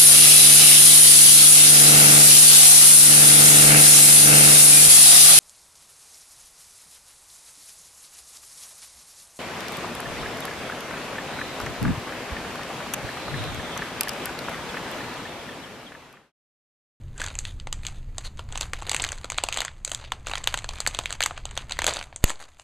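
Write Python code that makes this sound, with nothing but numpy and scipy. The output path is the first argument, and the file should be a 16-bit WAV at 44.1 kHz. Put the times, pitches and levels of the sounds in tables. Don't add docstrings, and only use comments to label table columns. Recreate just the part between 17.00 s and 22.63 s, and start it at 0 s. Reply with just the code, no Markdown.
import sys
import numpy as np
from scipy import signal
from scipy.fft import rfft, irfft
from scipy.io import wavfile

SR = 44100
rng = np.random.default_rng(int(sys.argv[2]) if len(sys.argv) > 2 else 0)


def wrap_up_sound(samples):
    columns = np.atleast_2d(samples).T
    tamed = np.clip(columns, -1, 1)
    steps = np.round(tamed * 32767).astype(np.int16)
    wavfile.write(sys.argv[1], SR, steps)


N = 248283

# time in seconds, level in dB, body and sizzle in dB re level, facet ring in Hz.
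LARGE_CREASES = [(0.179, -46.5, -8, 7.5, 2940), (0.217, -26.5, -19, -7, 1520),
                 (0.2632, -33, -21, 0.5, 3780), (0.2753, -38, -3, -6, 1700),
                 (0.3887, -32.5, -14, 9.5, 4300), (0.4522, -30, -20, -8.5, 3380),
                 (0.5996, -39, -18, -8, 3250), (0.6715, -35.5, 1.5, -7, 1850),
                 (0.7273, -27.5, -9.5, 1, 3290), (0.867, -30, -32, 2, 4040), (1.1823, -32, -3.5, 3.5, 4430),
                 (1.393, -36.5, 4, -10, 1450), (1.5242, -39, -4, 2.5, 2680),
                 (1.5562, -31.5, -0.5, -6.5, 3020), (1.5752, -32.5, -8, 4, 2800),
                 (1.6098, -24.5, -14.5, -1.5, 4840), (1.6299, -32.5, -5.5, -12, 3800),
                 (1.7339, -25.5, -4.5, -7, 1860), (1.822, -44.5, 13.5, 3, 1030),
                 (1.8951, -23.5, -20, -1, 4240), (1.916, -25.5, -4, 0, 2700),
                 (1.946, -22, -7.5, -2.5, 2040), (1.9647, -28, -20, 3, 2280), (1.9982, -25, -11, -20, 3030),
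                 (2.0207, -37.5, -3, 14, 3380), (2.04, -22.5, -18, -5, 2000), (2.0476, -27.5, -9, -4, 4330),
                 (2.0893, -30.5, -15, -4, 3300), (2.1195, -31.5, -14, 4, 1480), (2.2444, -31, 1, -6, 1450),
                 (2.3009, -29, -7, 2, 2340), (2.3198, -32.5, -2.5, 2, 1530),
                 (2.3797, -35.5, -27, 9.5, 3470), (2.3839, -20, -5.5, -18, 2100),
                 (2.4374, -23, -0.5, 0.5, 3000), (2.4869, -25, -3.5, -5.5, 2600),
                 (2.5258, -26, -17, -4, 2720), (2.5429, -31.5, -15, 1, 3120), (2.5725, -26, -3.5, 0, 2020),
                 (2.605, -23, -7, -3.5, 3650), (2.6178, -26.5, -20, -4, 1940),
                 (2.6494, -29.5, -4.5, 1, 1700), (2.6807, -30.5, -30, -22, 1740),
                 (2.8489, -30, -16, 7.5, 4860), (2.9166, -29, -5, 1, 1610), (2.9477, -28, -20, 2.5, 3400),
                 (3.1199, -23, -2.5, -9, 1385), (3.2695, -30.5, -2.5, -0.5, 2930),
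                 (3.313, -41.5, 11, -16, 1210), (3.3355, -26, -2, -20, 2030), (3.3547, -26, -9, -9, 1830),
                 (3.3745, -31, -8, -27, 2380), (3.4406, -34.5, -8, 4.5, 3180),
                 (3.4736, -16.5, -9, -7.5, 3060), (3.5411, -21, -5, -6.5, 1610),
                 (3.5746, -31, -4.5, 0.5, 3640), (3.589, -34, -30, 0, 3670),
                 (3.6435, -31.5, -4.5, -4.5, 1500), (3.6906, -27.5, -7, -6, 3400),
                 (3.8035, -26.5, -8.5, 1, 4470), (3.8645, -20, -19, -13, 1750),
                 (3.8738, -22.5, -3.5, 2.5, 4500), (3.9472, -29, -10, -4.5, 3200),
                 (3.9891, -23, -2, -3.5, 3130), (4.0578, -23, -16, -10.5, 2290),
                 (4.1057, -31, -7, -3, 1600), (4.1262, -29.5, -8.5, 1.5, 3170),
                 (4.206, -20, -6.5, -9.5, 1670), (4.219, -27, -20, -2, 1820),
                 (4.2269, -19.5, -35, -10, 3730), (4.2369, -23, -18, 1.5, 2940),
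                 (4.2607, -21.5, -4.5, 0, 1900), (4.3086, -42.5, 13.5, -26, 1350),
                 (4.3766, -34, -4, -8.5, 1610), (4.4542, -33, -2, 1.5, 3200), (4.5755, -24, -6, -5.5, 2980),
                 (4.7098, -32.5, -4.5, -3, 2600), (4.7218, -26, -35, -7, 3700),
                 (4.7897, -21, -5.5, -8, 1530), (4.8188, -24.5, -5.5, -5, 2020),
                 (4.843, -23, -4, -1.5, 1400), (4.8664, -20, -4.5, 1.5, 3420), (4.878, -22, -4, -5, 1560),
                 (4.883, -23, -1, -10, 3630), (4.8935, -27.5, -12, -5, 3880), (4.9683, -28, -3, -8, 3740),
                 (5.0123, -33.5, -2.5, -20, 2170), (5.127, -44.5, 1.5, -25, 1650),
                 (5.161, -42.5, -2.5, 12.5, 2070), (5.2961, -30, -6, -2, 2900),
                 (5.3029, -26, -1.5, -3, 1250), (5.597, -44.5, -1.5, -1.5, 2830)]
# start in seconds, hold in seconds, relative level in dB, brightness in dB.
FLEXES = [(0.203, .1, -45, -5.5), (0.341, .02, -48, 4), (0.391, .11, -53, 4), (0.728, 0.1, -58, -3),
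          (0.85, .02, -42.5, 0), (1.173, 0.054, -54.5, 3), (1.378, .02, -52.5, -1), (1.5, .09, -48.5, -1.5),
          (1.608, 0.028, -41.5, 0.5), (1.741, .12, -52.5, 0), (1.873, .06, -41, -3), (1.951, .1, -42, -2),
          (2.07, 0.061, -45.5, 1), (2.173, .08, -53.5, 0), (2.314, .19, -50, -7), (2.526, .09, -39, -7),
          (2.868, .08, -45.5, 4.5), (2.985, .07, -53, -9), (3.272, .11, -41.5, -3.5), (3.439, .15, -48, 0),
          (3.682, .14, -48, -1.5), (3.874, .27, -50, -2), (4.216, .05, -46, -8), (4.299, .1, -53.5, -8),
          (4.456, .07, -52, -5), (4.57, .04, -47, -4.5), (4.699, .04, -44, -6), (4.8, .05, -44.5, -14),
          (4.87, .04, -37, -4), (4.93, .08, -41, 0.5), (5.252, .05, -41.5, -0.5), (5.406, .01, -45, 0.5),
          (5.484, .04, -61, 4), (5.594, 0.011, -53.5, 5.5)]
# centre and half length in seconds, level in dB, facet ring in Hz.
SLIDES = [(0.229, 0.03, -38, 1555), (0.484, 0.025, -45.5, 3450), (0.97, 0.017, -53.5, 3480),
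          (1.261, 0.011, -35.5, 4180), (4.886, 0.016, -30.5, 592), (5.284, 0.023, -35, 7100)]
# time in seconds, crack gain in dB, push gain in dB.
KNOCK = (5.2405, -7, -4)
# frequency in Hz, T60 in seconds.
ROOM_T60 = [(200, 0.52), (1000, .5), (4000, 0.16), (8000, 0.34), (14000, 0.13)]
# time in seconds, relative level in dB.
RUMBLE_LEVELS = [(0, -36.5), (1, -37), (1.9, -37.5), (2.7, -45.5), (3.2, -41), (3.9, -40), (4.3, -42.5),
                 (4.8, -38.5), (5.1, -49.5)]
# frequency in Hz, gain in dB.
FOIL_SPECTRUM = [(60, -26), (200, -7), (400, -2.5), (650, 1), (1200, 1), (2000, 0), (3000, -2), (4200, -2),
                 (5000, -4), (6600, 1), (9000, -6), (11500, -16), (15000, -28)]
CRACK_SPECTRUM = [(300, -21), (2500, 2.5), (4000, -2), (6500, 7.5), (10000, -6), (15000, -4.5)]
ECHO_SPECTRUM = [(500, -4.5), (3000, -0.5), (8000, -4.5), (11000, -9.5), (15000, -53)]
RUMBLE_SPECTRUM = [(5, -7), (18, 1), (34, 1.5), (46, -9.5), (57, -7.5), (68, -3), (90, -7.5), (105, -10.5),
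                   (125, -8), (155, -19), (250, -28.5), (500, -36.5), (1500, -65.5)]
HISS_SPECTRUM = [(100, 17.5), (600, 14), (1500, 8), (4000, -4), (7000, 1), (10000, -16), (15000, -24)]


def snaps(creases, pop=4.53, ring_gain=3.1, flutter_s=0.014, lead_s=0.0007):
    time_s, db, body_db, sizzle_db, ring_hz = np.transpose(creases)[:, :, None]
    life_s = 0.0016 * amp(0.3 * body_db + 2.5 * rng.standard_normal(body_db.shape))
    lead_samples = SR // 400
    t = np.arange(-lead_samples, SR // 25) / SR
    give = amp(-15) * np.exp(-abs(t) / lead_s)
    shudder = np.exp(-abs(t) / np.maximum(life_s, 0.0002)) + amp(-23) * np.exp(-abs(t) / flutter_s)
    force = rng.standard_normal(shudder.shape) * np.where(t < 0, give, shudder)
    force[:, lead_samples] = pop * rng.choice([-1, 1], len(creases))
    edge_gain = amp(-18 + 0.84 * (db + 28))
    pouch, sheet, fold, edge = pack_bands(force)
    ringing = sized(sheet + ring_gain * facets(sheet, ring_hz))
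    ahead = amp(body_db) * pouch + ringing + amp(sizzle_db) * (fold + edge_gain * edge)
    pouch, sheet, fold, edge = pack_bands((t == 0) * 1.0)
    around = amp(body_db) * pouch + sheet + amp(sizzle_db) * (fold + edge_gain * edge)
    direct, room_feed = np.zeros((2, N))
    for start_s, near, far in zip(time_s[:, 0] + t[0], amp(db) * ahead, amp(db) * around):
        add(direct, start_s, near)
        add(room_feed, start_s, far)
    return direct, room_feed


def pack_bands(force):
    pouch = band(force, 473, 1257) + 0.39 * band(force, 290, 444, order=1)
    sheet = band(force, 1387, 5180, order=3)
    fold = band(force, 6070, 8215, order=3)
    edge = band(force, 9500, 12700)
    return sized(pouch), sized(sheet), sized(fold), sized(edge)


def facets(sheet, ring_hz, neighbours=3, neighbour_db=-5, spread_octaves=0.817):
    others_hz = ring_hz * 2 ** (spread_octaves * rng.standard_normal((len(sheet), neighbours)))
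    main = np.array([ring(x, hz, q=4) for x, hz in zip(sheet, ring_hz[:, 0])])
    others = np.array([sum(ring(x, hz, q=14) for hz in row) for x, row in zip(sheet, others_hz)])
    return sized(main) + amp(neighbour_db) * sized(others)


def small_creases(flex_db, crowding=0.8, count=60):
    chance = np.cumsum(amp(crowding * flex_db))
    at = np.searchsorted(chance, chance[-1] * (np.arange(count) + rng.random(count)) / count)
    draws = rng.normal(loc=(7, -7, -3, 0.5), scale=(2.25, 3.9, 3.8, 0.45), size=(count, 4))
    over_flex_db, body_db, sizzle_db, octaves = draws.T
    ring_hz = np.minimum(2600 * 2 ** octaves, SR / 4)
    return np.column_stack([at / SR, flex_db[at] + over_flex_db, body_db, sizzle_db, ring_hz])


def flexing(rise_db_per_s=799, fall_db_per_s=280.5, held_db=-67.5, held_bright_db=-1.5):
    t = np.arange(N) / SR
    power = np.full(N, amp(2 * held_db))
    weighted_bright = held_bright_db * power
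    for start_s, hold_s, db, bright_db in FLEXES:
        age_s = t - start_s
        fade_db = rise_db_per_s * np.maximum(-age_s, 0) + fall_db_per_s * np.maximum(age_s - hold_s, 0)
        active = fade_db < 60
        flex_power = amp(2 * (db - fade_db[active]))
        power[active] += flex_power
        weighted_bright[active] += bright_db * flex_power
    return 10 * np.log10(power), weighted_bright / power


def rustle(flex_db, bright_db, shared=0.69):
    rub = 0.11 * amp(0.65 * (-42 - flex_db))
    grain = dict(rate_per_s=300, spread_db=8, life_s=0.0018, rub=rub)
    broad = crackles(**grain)

    def wrinkles(lo_hz, hi_hz):
        envelope = np.sqrt(shared * broad ** 2 + (1 - shared) * crackles(**grain) ** 2)
        noise = coloured(envelope * rng.standard_normal(N), FOIL_SPECTRUM)
        return unit(band(noise, lo_hz, hi_hz, order=3))

    large, medium, small = wrinkles(60, 1900), wrinkles(1900, 5200), wrinkles(5700, 16000)
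    mix = amp(3.5) * large + amp(4.5) * medium + amp(bright_db) * small
    return amp(flex_db - 2) * mix / np.sqrt(1 + amp(2 * bright_db))


def crackles(rate_per_s, spread_db, life_s, rub):
    sizes = amp(spread_db * np.minimum(rng.exponential(size=N), 3))
    bursts = sizes * (rng.random(N) < rate_per_s / SR)
    power = signal.lfilter([1], [1, -np.exp(-2 / (life_s * SR))], bursts ** 2)
    return np.sqrt(power / power.mean() + rub ** 2) / np.sqrt(1 + rub ** 2)


def slides(ring_gain=0.94):
    t = np.arange(N) / SR
    envelope = crackles(rate_per_s=2600, spread_db=7.5, life_s=0.00097, rub=0.18)
    slips = unit(coloured(envelope * rng.standard_normal(N), FOIL_SPECTRUM))
    out = np.zeros(N)
    for centre_s, half_s, db, ring_hz in SLIDES:
        swell = np.exp(-0.5 * ((t - centre_s) / half_s) ** 2)
        facet = unit(ring(slips, ring_hz, q=7))
        out += amp(db) * swell * unit(slips + ring_gain * facet)
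    return out


def knock(crack_s=0.0024, push_s=0.0073):
    time_s, crack_db, push_db = KNOCK
    t = np.arange(SR // 3) / SR
    burst = unit(coloured(rng.standard_normal(len(t)), CRACK_SPECTRUM))
    crack = burst * np.exp(-(t / crack_s) ** 4)
    push = band(np.exp(-t / push_s), 2.1, 1300, order=1)
    out = np.zeros(N)
    add(out, time_s, amp(crack_db) * crack + amp(push_db) * push)
    return out


def room(x, tail_db=-12, early_db=-14, reflections=10, positions=6):
    position = np.arange(N) // (SR // 16) % positions
    out = np.zeros(N)
    for k in range(positions):
        hz, t, spectrum = signal.stft(rng.standard_normal(SR // 2), SR, nperseg=256)
        decay = amp(-60 * t / along(ROOM_T60, hz)[:, None])
        _, tail = signal.istft(spectrum * decay, SR, nperseg=256)
        response = amp(tail_db) * tail / np.linalg.norm(tail)
        delays = (rng.uniform(0.0022, 0.018, reflections) * SR).astype(int)
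        response[delays] += amp(early_db) * rng.standard_normal(reflections) / np.sqrt(reflections)
        out += signal.oaconvolve(x * (position == k), coloured(response, ECHO_SPECTRUM))[:N]
    return out


def background(hiss_db=-63, lull_db=-9, sink_s=0.19):
    t = np.arange(N) / SR
    rumble_db = np.interp(t, *np.transpose(RUMBLE_LEVELS)) + 1
    rumble = amp(rumble_db) * unit(coloured(rng.standard_normal(N), RUMBLE_SPECTRUM))
    hiss = amp(hiss_db) * unit(coloured(rng.standard_normal(N), HISS_SPECTRUM))
    lull = amp(np.interp(t - KNOCK[0], [0, sink_s], [0, lull_db]))
    return (rumble + hiss) * lull


def amp(db):
    return 10 ** (np.asarray(db) / 20)


def unit(x):
    return x / np.sqrt(np.mean(x ** 2) + 1e-20)


def sized(x):
    return x / np.sqrt(np.sum(x ** 2, axis=-1, keepdims=True) / (SR / 200))


def along(points, hz):
    points_hz, values = np.transpose(points)
    return np.interp(np.log(hz + 1), np.log(points_hz + 1), values)


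def add(out, start_s, x):
    part = out[max(0, round(start_s * SR)):][:len(x)]
    part += x[:len(part)]


def coloured(x, points, size=16384):
    gain = amp(along(points, np.fft.rfftfreq(size, 1 / SR)))
    cepstrum = irfft(np.log(gain))
    cepstrum[1:size // 2] *= 2
    cepstrum[size // 2 + 1:] = 0
    response = irfft(np.exp(rfft(cepstrum)))
    return signal.fftconvolve(x, response)[:len(x)]


def band(x, lo_hz, hi_hz, order=2):
    return signal.sosfilt(signal.butter(order, [lo_hz, hi_hz], "band", fs=SR, output="sos"), x)


def ring(x, hz, q):
    return signal.lfilter(*signal.iirpeak(np.clip(hz, 300, SR / 4), q, fs=SR), x)


def scene(snap_send_db=-2, knock_send_db=-6):
    flex_db, bright_db = flexing()
    snapping, room_feed = snaps(np.vstack([LARGE_CREASES, small_creases(flex_db)]))
    rubbing = rustle(flex_db, bright_db) + slides()
    hit = knock()
    echo = room(amp(snap_send_db) * room_feed + rubbing + amp(knock_send_db) * band(hit, 315, 9000))
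    mono = snapping + rubbing + hit + echo + background()
    return np.array([mono, mono])


def record(dry):
    notch_hz, notch_width_hz, top_hz = 5460, 1100, 15200
    ceiling, hardness = 0.9, 6
    notched = signal.lfilter(*signal.iirnotch(notch_hz, notch_hz / notch_width_hz, fs=SR), dry)
    rounded = notched / (1 + abs(notched / ceiling) ** hardness) ** (1 / hardness)
    return signal.sosfilt(signal.ellip(10, 0.1, 80, top_hz, fs=SR, output="sos"), rounded)


dry = scene()
out = record(dry)
wrap_up_sound(out)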